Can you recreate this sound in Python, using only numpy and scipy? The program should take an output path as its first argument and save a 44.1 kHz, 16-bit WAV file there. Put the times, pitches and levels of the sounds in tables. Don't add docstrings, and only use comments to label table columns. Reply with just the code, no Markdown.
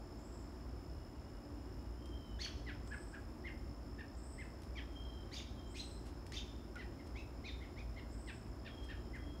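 import sys
import numpy as np
from scipy import signal
from scipy.fft import rfft, irfft, next_fast_len
from scipy.io import wavfile
from scipy.ndimage import uniform_filter1d, map_coordinates

SR = 44100
rng = np.random.default_rng(int(sys.argv[2]) if len(sys.argv) > 2 else 0)


def file_out(sig):
    cols = np.atleast_2d(sig).T
    lim = np.clip(cols, -1, 1)
    pcm = np.round(lim * 32767).astype(np.int16)
    wavfile.write(sys.argv[1], SR, pcm)


N = 414540


def amp(db):
    return 10 ** (np.asarray(db) / 20)


def unit(x):
    return x / np.sqrt(np.mean(x ** 2) + 1e-20)


def along(points, hz):
    f, v = np.transpose(points)
    return np.interp(np.log(hz + 1), np.log(f + 1), v)


def wobble(rate, size=N):
    knots = rng.standard_normal(int(size * rate / SR) + 4)
    return map_coordinates(knots, [np.arange(size) * rate / SR])


def filtered(x, response):
    m = next_fast_len(N + SR // 2)
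    return irfft(rfft(x, m) * response(np.fft.rfftfreq(m, 1 / SR)), m)[:N]


def noise(response):
    return unit(filtered(rng.standard_normal(N), response))


def add(track, s, sound):
    part = track[max(round(s * SR), 0):][:len(sound)]
    part += sound[:len(part)]


def course(length):
    return np.linspace(0, 1, int(length * SR))


def swell(u):
    return np.abs(np.sin(np.pi * u))


def turns(hz):
    return 2 * np.pi * np.cumsum(hz) / SR


def among_trees(x, near_db, far_db, delay=0.022, spread=0.019):
    # frequency in Hz, t60 in seconds.
    decay = [(500, 0.19), (2000, 0.54), (4000, 0.67), (8000, 0.49), (14000, 0.083)]
    hz, t, z = signal.stft(rng.standard_normal(SR // 2), SR, nperseg=256)
    t60 = along(decay, hz)[:, None]
    tail = signal.istft(z * amp(-60 * t / t60), SR, nperseg=256)[1]
    t = np.arange(len(tail)) / SR
    tail = tail * (1 - np.exp(-t / 0.01))
    near = rng.standard_normal(len(t)) * np.exp(-((t - delay) / spread) ** 2 / 2)
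    path = amp(near_db) * near / np.linalg.norm(near) + amp(far_db) * tail / np.linalg.norm(tail)
    path[0] += 1
    return signal.fftconvolve(x, path)


def yelps():
    # start in seconds, length before release in seconds, crest in Hz, crest position as a share
    # of that length, relative level in dB, relative overtone level in dB.
    calls = [(2.662, .05, 2070, .2, -52.5, -13.5), (2.907, 0.04, 1715, 0.51, -50, -25),
             (3.128, 0.036, 1660, 0.51, -54, -26), (3.437, 0.056, 2158, 0.46, -52, -26),
             (3.98, 0.039, 1850, 0.5, -55.5, -20), (4.376, 0.056, 2140, .45, -55, -27),
             (4.751, 0.05, 2390, 0.24, -55, -14), (6.753, 0.016, 1463, 0.63, -53, -25),
             (6.776, 0.05, 2050, 0.43, -55.5, -14), (6.987, 0.023, 2150, 0.48, -63.5, -21),
             (7.146, 0.059, 2680, 0.76, -57.5, -14), (7.436, 0.064, 2490, .5, -55.5, -12.5),
             (7.602, .048, 2180, .6, -61.5, -17), (7.762, 0.051, 2475, 0.75, -59.5, -15),
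             (7.96, .037, 2150, .55, -59, -16), (8.267, 0.044, 2140, 0.14, -57, -10),
             (8.645, 0.043, 1840, 0.35, -59.5, -6.5), (8.884, .045, 1884, 0.5, -56.5, -12.5),
             (9.131, 0.04, 2060, .28, -54, -31)]
    # multiple of the pitch, level in dB.
    overtones = [(3 / 2, -1.3), (2, -0.89), (5 / 2, -6), (3, -13)]
    release_s, fade_db = 0.012, 7
    jitter, shimmer_db = .028, 1.8
    fray_db = -15.5
    out = np.zeros(N)
    for s, length, crest_hz, crest, db, overtone_db in calls:
        u = course(length + release_s)
        hz = crest_hz * arch(np.arange(len(u)) / SR, crest * length)
        phase = turns(hz * (1 + jitter * wobble(911, len(u))))
        roughness = u * (.7 + wobble(1200, len(u)))
        fray = amp(fray_db) * roughness * throat(1.5 * hz) * np.sin(1.5 * phase)
        stack = 0
        for k, level_db in overtones:
            strength = amp(level_db) * (0.6 + 0.75 * wobble(707, len(u)))
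            stack = stack + strength * throat(k * hz) * np.sin(k * phase)
        tone = amp(-fade_db * u ** 2) * np.sin(phase) + amp(overtone_db) * stack
        envelope = swell(u) ** 0.87 * amp(shimmer_db * wobble(236, len(u)))
        note = envelope * (tone + fray)
        add(out, s, among_trees(amp(db + 6) * note, near_db=-5.5, far_db=-10.5))
    return out


def arch(t, crest_s):
    rise, fall = 14, 18
    rounding_s = 0.00802
    slope = np.where(t < crest_s, rise, fall)
    return 2 ** (-slope * (np.hypot(t - crest_s, rounding_s) - rounding_s))


def throat(hz):
    resonance_hz, half_width_hz, peak_db = 2460, 340, 0.5
    return 1.0 + amp(peak_db) / (1 + ((hz - resonance_hz) / half_width_hz) ** 2)


def second_voice():
    # start in seconds, length in seconds, pitch in Hz, relative level in dB.
    tones = [(2.413, 0.012, 4420, -44), (4.772, 0.024, 3180, -54), (7.448, 0.02, 4060, -57),
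             (7.483, 0.021, 3690, -53)]
    out = np.zeros(N)
    for s, length, hz, db in tones:
        u = course(length)
        pitch = 1 - 0.21 * (u - .5) ** 2 + 0.037 * wobble(910, len(u))
        note = swell(u) * np.sin(turns(hz * pitch))
        add(out, s, among_trees(amp(db + 4) * note, near_db=-1.5, far_db=-7.5))
    return out


def squeals():
    # start in seconds, length in seconds, crest in Hz, nominal end pitch in Hz,
    # relative level in dB, overtone boost in dB.
    calls = [(2.39, 0.076, 3390, 1564, -48.5, 5.5), (5.314, 0.092, 3650, 2016, -50.5, 6),
             (5.743, .088, 4075, 4020, -49.5, 1), (6.32, 0.08, 3606, 2320, -49, 2.5)]
    # share of its length, share of crest pitch before the final drop,
    # relative fundamental level in dB, relative overtone level in dB.
    register_break = [(0, .48, -17, -19), (.2, .61, -12, -11), (0.319, .66, -11, -4.5),
                      (0.459, .88, -21, -11.5), (.62, 1, 2, -30), (.78, 1, -3, -2.5), (1, 0.97, -10.5, -21)]
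    # frequency in Hz, gain in dB.
    beak = [(1200, 18.5), (2200, 4), (4500, 0), (6700, -7), (7600, -13.5), (11000, -17.5), (15000, -26)]
    # frequency in Hz, relative density in dB per Hz.
    rasp_spectrum = [(1200, -21), (2200, -3.5), (3400, 2), (4500, -4), (6600, -2), (7600, -22),
                     (11000, -24), (15000, -28.5)]
    out = np.zeros(N)
    share, *columns = np.transpose(register_break)
    hoarse = noise(lambda f: amp(along(rasp_spectrum, f) - along(beak, f)))
    for s, length, crest_hz, end_hz, db, overtone_db in calls:
        u = course(length)
        pitch, first_db, second_db = [np.interp(u, share, c) for c in columns]
        fall = np.clip((u - .68) / .32, 0, 1) ** 1.5
        hz = crest_hz * pitch + (end_hz - crest_hz) * fall
        jitter = (.022 + .018 * (1 - u)) * wobble(1100, len(u))
        phase = turns(hz * (1 + jitter))
        stack = np.sin(2 * phase) + amp(-8) * np.sin(3 * phase) + amp(-5.5) * np.sin(4 * phase)
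        overtones = amp(second_db + overtone_db) * stack
        rasp = amp(-3.0) * swell(u) * hoarse[round(s * SR):][:len(u)]
        envelope = swell(u) ** 0.13 * amp(1.4 * wobble(287.0, len(u)))
        note = envelope * (amp(first_db) * np.sin(phase) + overtones + rasp)
        add(out, s, among_trees(amp(db + 2) * note, near_db=-3, far_db=-8))
    return filtered(out, lambda f: amp(along(beak, f)))


def pecks():
    # time in seconds, relative level in dB, relative knock level in dB.
    taps = [(2.058, -50, -8), (2.8746, -47, -7), (4.6197, -48, 1), (4.6344, -49, -1), (6.266, -44.5, -14),
            (6.321, -39, -19), (6.757, -48, 2)]
    # mean frequency in Hz, mean relative level in dB, t60 in seconds.
    wood = [(890, -7, .025), (1566, -2, 0.018), (2840, -17, 0.029), (3300, -1, .018)]
    out, t = np.zeros(N), np.arange(SR // 10) / SR
    for s, db, knock_db in taps:
        ring = 0
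        for hz, level, t60 in wood:
            decay = amp(level + rng.normal(0, 2) - 60 * t / t60)
            ring = ring + decay * np.sin(2 * np.pi * hz * rng.normal(1, .04) * t)
        crack = uniform_filter1d(rng.standard_normal(len(t)), size=3) * amp(-60 * t / .022)
        blow = amp(db) * (amp(-3) * crack + amp(knock_db - 14) * ring)
        add(out, s, among_trees(blow, near_db=-7.0, far_db=-13))
    return out


def splinters():
    # start in seconds, length in seconds, relative level in dB.
    clumps = [(4.923, .015, -76), (6.045, 0.056, -71), (7.062, .022, -71), (8.83, 0.032, -73),
              (9.15, .018, -72)]
    out = np.zeros(N)
    for s, length, db in clumps:
        u = course(length)
        uneven = rng.standard_normal(len(u)) * amp(2.0 * wobble(580, len(u)))
        snaps = unit(uniform_filter1d(uneven, size=3))
        add(out, s, among_trees(amp(db + 6.5) * swell(u) * snaps, near_db=-7, far_db=-9))
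    return out


def whistles():
    # start in seconds, length in seconds, nominal crest in Hz, end in Hz, relative level in dB.
    calls = [(1.959, 0.47, 3210, 2920, -68), (4.901, 0.39, 3230, 3090, -64), (5.535, 0.19, 3210, 3040, -66),
             (8.614, .46, 3300, 3053, -65.5), (9.167, 0.34, 3290, 3170, -68)]
    scoop_hz = 162
    flutter_rate, flutter_db = 39.6, 4
    out = np.zeros(N)
    for s, length, crest_hz, end_hz, db in calls:
        u = course(length)
        hz = crest_hz + (end_hz - crest_hz) * u ** 1.5 - scoop_hz * np.exp(-u / 0.0703)
        phase = turns(hz + 32 * wobble(118.6, len(u)))
        upper = amp(-11) * u * np.sin(1.26 * phase)
        tone = np.sin(phase) + upper + amp(-23) * np.sin(2 * phase)
        level_db = 3 - 3.3 * u + flutter_db * wobble(flutter_rate, len(u))
        note = swell(u ** 0.65) * amp(level_db) * tone
        add(out, s, among_trees(amp(db - 5.0) * note, near_db=-7, far_db=1.0))
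    return out


def thin_tone():
    out, u = np.zeros(N), course(1.8)
    tone = np.sin(turns(2880 + 18 * wobble(60, len(u))))
    add(out, .42, among_trees(amp(-85) * swell(u) ** 0.35 * tone, near_db=0, far_db=-2))
    return out


def twitters():
    # start in seconds, pitch in Hz, relative level in dB.
    runs = [(.18, 7700, -62), (2.862, 8230, -59), (4.168, 8260, -57), (5.70, 8290, -56.5),
            (8.119, 8250, -59)]
    # delay in seconds, share of the run's pitch, relative level in dB.
    syllables = [(-.03, .88, -11), (0, .96, -4), (.066, .99, 0), (.138, .99, 0), (.21, .965, -4)]
    out, u = np.zeros(N), course(0.048)
    for s, hz, db in runs:
        for delay, pitch, level_db in syllables:
            swing = 400 * np.sin(turns(170 + 30 * wobble(60, len(u))))
            warble = swing + 110 * wobble(700, len(u))
            note = swell(np.sqrt(u)) ** .5 * np.sin(turns(hz * pitch + warble))
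            add(out, s + delay, among_trees(amp(db + level_db - 6.5) * note, near_db=-8, far_db=-1.5))
    return out


def insect_trill(rate_hz=59.6, pitch_hz=5230, droop_hz=380):
    stroke = np.cumsum(rate_hz * (1 + 0.014 * wobble(6))) / SR % 1
    tone = np.sin(turns(pitch_hz - droop_hz * (stroke - .5) + 55 * wobble(500)))
    pulse = swell(stroke) ** 6
    return amp(-73.5 + 2.1 * wobble(60)) * unit(pulse * tone)


def insect_chorus():
    # centre in Hz, full width at half amplitude in Hz, rms level in dB.
    bands = [(5220, 220, -80.5), (7090, 360, -82.5), (10400, 200, -94.5), (10200, 66, -94)]
    return sum(amp(db) * noise(lambda f: 1 / (1 + (2 * (f - hz) / width) ** 2)) for hz, width, db in bands)


def motor():
    # mean frequency in Hz, mean rms level in dB.
    lines = [(58.5, -54), (116, -66.5), (231, -66), (290, -66), (565, -74.5), (657, -74.5)]
    hum = 0
    for hz, db in lines:
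        line = unit(np.sin(turns(hz + 2.48 * wobble(12))))
        hum = hum + amp(db + 2.5 * wobble(7)) * line
    return hum


def traffic():
    # frequency in Hz, relative density in dB per Hz.
    spectrum = [(20, -38), (31, -14), (41, -2), (55, 3), (75, 0), (105, -5.5), (150, -12), (195, -13.5),
                (250, -9.5), (300, -11.5), (350, -9.5), (430, -21), (600, -51.5)]
    return amp(-50.0 + 0.51 * wobble(6.1)) * noise(lambda f: amp(along(spectrum, f)))


def open_air():
    # frequency in Hz, relative density in dB per Hz.
    spectrum = [(240, -20.5), (400, -1), (500, -1), (680, -2), (1080, -5.5), (1600, -12), (2500, -19.5),
                (3300, -22.5), (4200, -26.5), (5200, -15.5), (6000, -27), (7800, -33.5), (10000, -35.5),
                (15500, -50)]
    return amp(-61.0 + 0.38 * wobble(3.02)) * noise(lambda f: amp(along(spectrum, f)))


def scene():
    bird = yelps() + second_voice() + squeals()
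    woodpecker = pecks() + splinters()
    songbirds = whistles() + thin_tone() + twitters()
    insects = insect_trill() + insect_chorus()
    return (bird + woodpecker + songbirds + insects + motor() + traffic() + open_air())[None]


def record(dry):
    top_hz = 15720
    return np.array([filtered(channel, lambda hz: hz < top_hz) for channel in dry])


dry = scene()
out = record(dry)
file_out(out)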